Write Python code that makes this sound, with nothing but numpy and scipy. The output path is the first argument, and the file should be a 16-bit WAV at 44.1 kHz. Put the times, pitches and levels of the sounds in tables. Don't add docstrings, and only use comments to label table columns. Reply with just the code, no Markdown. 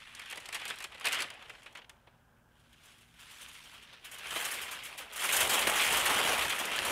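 import sys
import numpy as np
from scipy import signal
from scipy.fft import rfft, irfft, next_fast_len
from scipy.io import wavfile
from scipy.ndimage import uniform_filter1d, map_coordinates

SR = 44100
rng = np.random.default_rng(int(sys.argv[2]) if len(sys.argv) > 2 else 0)


def digitize_waveform(pressure):
    field = np.atleast_2d(pressure).T
    bounded = np.clip(field, -1, 1)
    quanta = np.round(bounded * 32767).astype(np.int16)
    wavfile.write(sys.argv[1], SR, quanta)


N = 304731

# start in seconds, treble in dB, body in dB, nominal 60 dB decay in seconds.
PAPER_CREASES = [(0.0743, -71, -60, 0.023), (0.125, -65.5, -65, 0.025), (0.1501, -46.5, -59, .03),
                 (0.195, -43.5, -35, 0.027), (0.218, -55, -41, .03), (0.258, -54, -41, 0.038),
                 (0.3005, -46, -38, 0.024), (0.3104, -43, -37, 0.035), (0.3257, -45, -31, 0.028),
                 (0.3581, -48, -44, .025), (0.3736, -43.5, -31, 0.029), (0.4017, -50, -56, 0.04),
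                 (0.4585, -45.5, -40, .031), (0.4886, -39.5, -27.5, 0.015), (0.5261, -44, -34.5, .067),
                 (0.5453, -37, -30.5, 0.072), (0.597, -52, -38, 0.054), (0.6154, -53, -32.5, 0.026),
                 (0.6533, -38.5, -31, 0.03), (0.6797, -42, -37, 0.085), (0.7017, -42.5, -27.5, 0.038),
                 (0.7577, -51, -58, .039), (0.7864, -45, -45, 0.026), (0.8029, -49, -40, 0.053),
                 (0.8235, -46, -40, .04), (0.8412, -39, -28.5, .033), (0.9185, -61, -44, 0.052),
                 (0.9464, -57, -43, 0.041), (0.9982, -46.5, -49, 0.015), (1.0111, -51, -36.5, 0.023),
                 (1.0434, -46, -30, 0.093), (1.0547, -33.5, -27, .05), (1.0687, -30, -21.5, 0.032),
                 (1.0839, -37, -30, .043), (1.1114, -49, -29, 0.03), (1.127, -33, -29, 0.061),
                 (1.144, -40, -35, .07), (1.1872, -45, -33.5, 0.14), (1.2044, -36.5, -30, 0.046),
                 (1.2209, -33.5, -27.5, 0.035), (1.239, -62, -34, .033), (1.3027, -43, -30.5, 0.017),
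                 (1.3384, -60, -56, .04), (1.4154, -81, -52, .025), (1.4248, -59, -37.5, 0.023),
                 (1.4574, -66, -45, .023), (1.4956, -52.5, -37.5, 0.044), (1.5514, -70, -42, 0.02),
                 (1.598, -68, -54, 0.024), (1.6322, -57, -60, 0.036), (1.6598, -62, -45.5, 0.073),
                 (1.726, -62, -64, 0.031), (1.7509, -57, -37.5, 0.046), (1.7588, -62, -43, 0.013),
                 (1.772, -56, -43, 0.043), (1.7864, -67, -45, 0.035), (1.8158, -75, -47.5, 0.034),
                 (1.845, -70, -41, 0.014), (1.8954, -49.5, -40.5, 0.023), (2.071, -75, -51.5, 0.037)]
# start in seconds, treble in dB, body in dB, nominal 60 dB decay in seconds.
FOIL_CREASES = [(2.594, -68, -65, .08), (2.727, -60, -52, 0.051), (2.8324, -60, -55, 0.1),
                (2.8539, -56, -56, 0.075), (2.9814, -63, -56, 0.078), (3.0078, -62, -56.5, 0.11),
                (3.199, -56, -54, 0.12), (3.3078, -54, -49, 0.15), (3.4112, -49, -49, 0.18),
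                (3.484, -52, -51, 0.078), (3.531, -56, -65, 0.11), (3.638, -59, -52, 0.16),
                (3.7324, -60, -49.5, 0.22), (3.824, -58, -53, 0.11), (3.93, -57, -43, 0.06),
                (4.0458, -46.5, -42, 0.12), (4.1118, -47, -46, 0.22), (4.1408, -44, -43, 0.053),
                (4.1824, -42.5, -42, 0.048), (4.3054, -40, -35.5, 0.082), (4.3614, -34, -25, 0.05),
                (4.4495, -31.5, -32, .078), (4.513, -31.5, -38, .07), (4.5349, -39.5, -39, 0.2),
                (4.6136, -40.5, -60, 0.22), (4.71, -41, -41.5, 0.19), (4.8342, -43, -54, .068),
                (4.8484, -44.5, -42, 0.18), (4.9764, -42.5, -38.5, 0.22), (5.1305, -40, -42, 0.053),
                (5.159, -39, -39, 0.14), (5.2347, -35.5, -31.5, 0.25), (5.2887, -35, -25.5, 0.068),
                (5.322, -28, -31.5, 0.22), (5.3634, -22.5, -27, 0.07), (5.4019, -27.5, -26, 0.16),
                (5.4941, -29.5, -27.5, 0.2), (5.5312, -30.5, -26.5, 0.19), (5.5905, -25, -22, 0.043),
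                (5.609, -35, -28, 0.17), (5.67, -27, -22, .08), (5.6945, -27, -29, 0.066),
                (5.7594, -34, -32, 0.13), (5.7865, -41, -26, 0.3), (5.9217, -31.5, -29, 0.13),
                (5.9684, -25.5, -26, .075), (5.9913, -31, -26, 0.065), (6.0547, -30, -23.5, 0.12),
                (6.102, -29, -24, 0.041), (6.1854, -32.5, -24.5, 0.081), (6.2764, -39, -32, 0.11),
                (6.33, -37, -23.5, 0.068), (6.3895, -40, -32, 0.076), (6.4564, -42, -28.5, 0.035),
                (6.4948, -34, -24.5, .094), (6.5876, -37.5, -33, 0.19), (6.6524, -29, -50, .037),
                (6.761, -30, -31, 0.031), (6.8498, -31.5, -28, 0.081)]
# start in seconds, drive in dB before the two colours' gains.
TIGHT_POPS = [(0.1501, -32), (0.2987, -32), (0.4569, -26.5), (0.6799, -29), (0.7023, -21), (0.9183, -43),
              (1.0111, -28), (1.1226, -13), (1.127, -22), (1.8452, -55), (3.463, -31), (5.1314, -32),
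              (5.531, -16), (5.672, -9), (5.799, -24), (6.1017, -16), (6.423, -16), (6.507, -20),
              (6.654, -24), (6.762, -19), (6.79, -9.5)]
# start in seconds, drive in dB.
HAND_KNOCKS = [(0.3737, -43.5), (0.948, -47), (1.24, -40.5), (1.66, -48.5), (1.787, -48.5), (2.072, -53),
               (4.36, -34), (5.425, -32), (5.531, -31), (5.671, -22.5), (5.693, -28), (6.102, -24),
               (6.251, -28.5), (6.33, -30), (6.61, -31.5)]
# time in seconds, body in dB, treble in dB.
RUSTLE_LEVELS = [(0.0, -55, -68), (0.3, -51, -63), (0.5, -53.5, -67), (0.68, -44.5, -59.5),
                 (0.9, -58.5, -72), (1.06, -46.5, -62), (1.17, -37, -56), (1.34, -55, -75),
                 (1.63, -60.5, -70), (1.86, -72, -90), (2.45, -82, -95), (2.55, -73.5, -83.5),
                 (2.91, -60, -69), (3.13, -68, -74.5), (3.19, -57.5, -63.5), (3.41, -51, -61.5),
                 (3.66, -54.5, -63), (3.96, -56.5, -77), (4.03, -59, -71), (4.2, -49.5, -61.5),
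                 (4.38, -38.5, -43), (4.78, -45.5, -60.5), (4.96, -52, -64), (5.08, -56.5, -73),
                 (5.17, -41, -44.5), (5.4, -31.5, -37), (5.47, -34, -39.5), (5.72, -36, -43.5),
                 (5.84, -30.5, -34), (5.95, -33, -39), (6.4, -32.5, -40.5), (6.68, -41, -50),
                 (6.74, -36, -49), (6.91, -37, -41.5)]
# time in seconds, flapping in dB.
PRESSING_LEVELS = [(0.0, -74.5), (0.37, -62), (0.9, -64.5), (1.17, -50), (1.34, -60), (2.1, -72),
                   (3.15, -74.5), (3.96, -68), (4.12, -65), (4.38, -48.5), (4.78, -57.5), (5.08, -59),
                   (5.42, -38), (5.68, -40), (6.3, -37), (6.67, -45.5), (6.91, -39.5)]

# frequency in Hz, relative density in dB per Hz.
FIZZ_COLOUR = [(8000, -91.5), (10500, -30), (12000, -5), (13500, -1), (15000, -6), (17000, -7)]
FOIL_TREBLE = [(1500, -90), (3000, -71), (4000, -11), (5500, -4), (7000, -0.5), (9500, 2), (11500, -1.5),
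               (13500, -7), (17000, -16)]
PAPER_TREBLE = [(1500, -88), (3000, -34), (4000, 1), (5500, -2.5), (8000, 0), (10500, -2), (13000, -12.5),
                (17000, -32)]
FOIL_BODY = [(300, -75), (750, -15), (1100, -5), (1700, -2), (2500, -1), (3100, -0.5), (3600, -6),
             (4300, -12), (6500, -20.5), (12000, -60)]
PAPER_BODY = [(300, -81), (750, -16), (1100, -7.5), (1800, -2.5), (2500, -2), (3200, -3), (4300, -14.5),
              (6500, -25), (12000, -79)]
THUD_COLOUR = [(60, -52), (150, -16.5), (220, -12), (320, -9.5), (550, -4.5), (850, -3), (1300, -8),
               (4000, -68)]

# frequency in Hz, gain in dB.
THIN_GAIN = [(500, -0.5), (1200, -2), (2200, -2.5), (3800, 1), (5500, 2), (11000, -1)]
# start in seconds, end in seconds.
THIN_SPAN = (2.5, 4.03)
# frequency in Hz, 60 dB decay in seconds.
KITCHEN_DECAY = [(200, 0.16), (2000, 0.19), (10000, 0.23)]
# frequency in Hz, relative density in dB per Hz.
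AIR_COLOUR = [(15, -40), (30, 2), (60, 1), (150, -3), (300, -8.5), (800, -31.5), (1600, -6.5), (2300, -42),
              (5000, -29), (15000, -31)]
# mean frequency in Hz, middle level in dB rms.
MOTOR_LINES = [(59, -79), (119, -76.5), (162, -82), (237, -80)]

STRAY_POPS = 260
STRAY_DB, STRAY_SPREAD_DB = 20, 12
KNOCK_RISE_S, KNOCK_T60_S = 0.0021, 0.061
JOLT_DB = -17.5
TOP_HZ = 15750


def amp(db):
    return 10 ** (np.asarray(db) / 20)


def unit(x):
    return x / np.sqrt(np.mean(x ** 2) + 1e-20)


def along(points, hz):
    f, v = np.transpose(points)
    return np.interp(np.log(hz + 1), np.log(f + 1), v)


def level(rows):
    s, *columns = np.transpose(rows)
    return [np.interp(np.arange(N) / SR, s, column) for column in columns]


def wobble(rate):
    return map_coordinates(rng.standard_normal(int(N * rate / SR) + 4), [np.arange(N) * rate / SR])


def filtered(x, response):
    size = next_fast_len(N + 8192)
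    spectrum = rfft(x, size) * response(np.fft.rfftfreq(size, 1 / SR))
    return irfft(spectrum, size)[..., :N]


def coloured(x, colour):
    return filtered(x, lambda hz: unit(amp(along(colour, hz))))


def snaps(table, treble, body, fizz_db, thud_db, onset, lag, sharp, hold):
    t = np.arange(SR // 4) / SR
    layers = np.zeros((4, N + SR))
    rise = np.array([[onset], [onset], [lag], [1.4 * lag]])
    for s, treble_db, body_db, t60 in table:
        life = np.clip(t60, .008, .2) * np.array([[.6], [1], [1.3], [1.5]])
        burst = (1 - np.exp(-t / rise)) * amp(-60 * (t / life) ** hold)
        click = sharp * amp(-60 * t / 0.0013)
        gain = amp([[treble_db + fizz_db], [treble_db], [body_db], [body_db + thud_db]])
        noise = rng.standard_normal((4, len(t)))
        layers[:, round(s * SR):][:, :len(t)] += gain * (burst + click) * noise
    colours = (FIZZ_COLOUR, treble, body, THUD_COLOUR)
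    return sum(coloured(layer[:N], colour) for layer, colour in zip(layers, colours))


def rustle():
    (body_db, treble_db), (flap_db,) = level(RUSTLE_LEVELS), level(PRESSING_LEVELS)
    draw = rng.random((2, N))
    happens = draw[0] < 600 / SR * amp(3 * wobble(18))
    starts = happens * amp(3.3 * draw[1] ** 3)
    t = np.arange(SR // 10) / SR
    layers = []
    # colour, 60 dB decay in s, steady share of the power
    for colour, t60, smooth in ((FIZZ_COLOUR, .008, .3), (FOIL_TREBLE, .012, .45),
                                (FOIL_BODY, .02, .6), (THUD_COLOUR, .05, .8)):
        power = np.abs(signal.fftconvolve(starts ** 2, amp(-120 * t / t60))[:N])
        power /= uniform_filter1d(power, SR // 4) + 1e-9
        grain = np.sqrt(smooth + power) * amp(0.53 * wobble(13)) * rng.standard_normal(N)
        layers.append(unit(coloured(grain, colour)))
    fizz, foil_treble, foil_body, flapping = layers

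    def as_paper(x, paper, foil):
        return unit(filtered(x, lambda hz: amp(along(paper, hz) - along(foil, hz))))

    foil = np.clip((np.arange(N) / SR - 2.3) / 0.17, 0, 1)
    treble = foil * foil_treble + (1 - foil) * as_paper(foil_treble, PAPER_TREBLE, FOIL_TREBLE)
    body = foil * foil_body + (1 - foil) * as_paper(foil_body, PAPER_BODY, FOIL_BODY)
    facets = amp(-15) * amp((body_db + flap_db) / 2) * pings(count=1400)
    fizz = amp(-49 + 1.8 * (treble_db + 36.5)) * fizz
    return fizz + amp(treble_db) * treble + amp(body_db) * body + amp(flap_db) * flapping + facets


def pings(count):
    draw = rng.random((count, 3))
    hz = 350 * (3400 / 350) ** draw[:, 1:2]
    t = np.arange(SR // 25) / SR
    decay = amp(13.5 * draw[:, 2:] - 60 * t * hz / 45)
    ring = decay * np.sin(2 * np.pi * hz * t) * (1 - np.exp(-t * hz / 0.87))
    at = (draw[:, :1] * N).astype(int) + np.arange(len(t))
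    return unit(np.bincount(at.ravel(), ring.ravel(), N + SR)[:N])


def pops():
    t = np.arange(SR // 100) / SR
    crack = np.zeros(N + SR)
    draw = rng.random((STRAY_POPS, 2))
    at = (draw[:, 0] * N).astype(int)
    stray_db = level(RUSTLE_LEVELS)[1][at] + STRAY_DB - STRAY_SPREAD_DB * np.sqrt(draw[:, 1])
    for s, db in [*TIGHT_POPS, *zip(at / SR, stray_db)]:
        signs = rng.choice([-1, 1], len(t))
        crack[round(s * SR):][:len(t)] += amp(db - 60 * t / 0.0023) * signs
    crack = crack[:N]
    return amp(-16.0) * coloured(crack, FOIL_TREBLE) + amp(-7.5) * coloured(crack, FOIL_BODY)


def folds(x, patchy_db):
    z = signal.stft(x, nperseg=256)[2]
    field = uniform_filter1d(rng.standard_normal(z.shape), size=3, axis=0)
    field = uniform_filter1d(field, size=8, axis=1)
    return signal.istft(z * amp(patchy_db * unit(field)), nperseg=256)[1][:N]


def thinned(x):
    t = np.arange(N) / SR
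    within = 1. * (t > THIN_SPAN[0]) * (t < THIN_SPAN[1])
    blend = uniform_filter1d(within, size=2000)
    return (1 - blend) * x + blend * filtered(x, lambda hz: amp(along(THIN_GAIN, hz)))


def knocks():
    t = np.arange(SR // 10) / SR
    out = np.zeros(N + SR)
    for s, db in HAND_KNOCKS:
        shape = amp(db - 60 * t / KNOCK_T60_S) * (1 - np.exp(-t / KNOCK_RISE_S))
        out[round(s * SR):][:len(t)] += shape * rng.standard_normal(len(t))
    return coloured(out[:N], THUD_COLOUR)


def bumps():
    lumps = amp(3.2 * wobble(14)) * rng.standard_normal(N)
    rumble = coloured(lumps, [(12, -39), (30, -4.5), (60, 5), (140, -1.5), (260, -16.5), (600, -92)])
    return amp(level(PRESSING_LEVELS)[0] + JOLT_DB) * unit(rumble)


def room(x):
    hz, t, z = signal.stft(rng.standard_normal(SR // 2), SR, nperseg=256)
    decay = amp(-60 * t / along(KITCHEN_DECAY, hz)[:, None])
    tail = signal.istft(z * decay, SR, nperseg=256)[1]
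    delayed = np.pad(x, (300, 0))
    return signal.fftconvolve(delayed, tail / np.linalg.norm(tail))[:N]


def kitchen_air():
    out = amp(-68.5) * unit(coloured(rng.standard_normal(N), AIR_COLOUR))
    for hz, db in MOTOR_LINES:
        turns = np.cumsum(hz * (1 + 0.0092 * wobble(9))) / SR
        out += amp(db + 2.3 * wobble(7)) * np.sqrt(2) * np.sin(2 * np.pi * turns)
    return out


def scene():
    paper = snaps(PAPER_CREASES, PAPER_TREBLE, PAPER_BODY, fizz_db=-11.5, thud_db=-13,
                  onset=0.00017, lag=0.0037, sharp=0.82, hold=1.14)
    foil = snaps(FOIL_CREASES, FOIL_TREBLE, FOIL_BODY, fizz_db=-6, thud_db=-12.5,
                 onset=0.0028, lag=0.0063, sharp=1.0, hold=1.024)
    creasing = folds(paper + foil + rustle(), patchy_db=1.79)
    sheets = thinned(creasing + pops()) + knocks()
    return (sheets + amp(-14.5) * room(sheets) + bumps() + kitchen_air())[None]


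def record(dry):
    return filtered(dry, lambda hz: np.clip((TOP_HZ + 150 - hz) / 300, 0, 1) ** 2)


dry = scene()
out = record(dry)
digitize_waveform(out)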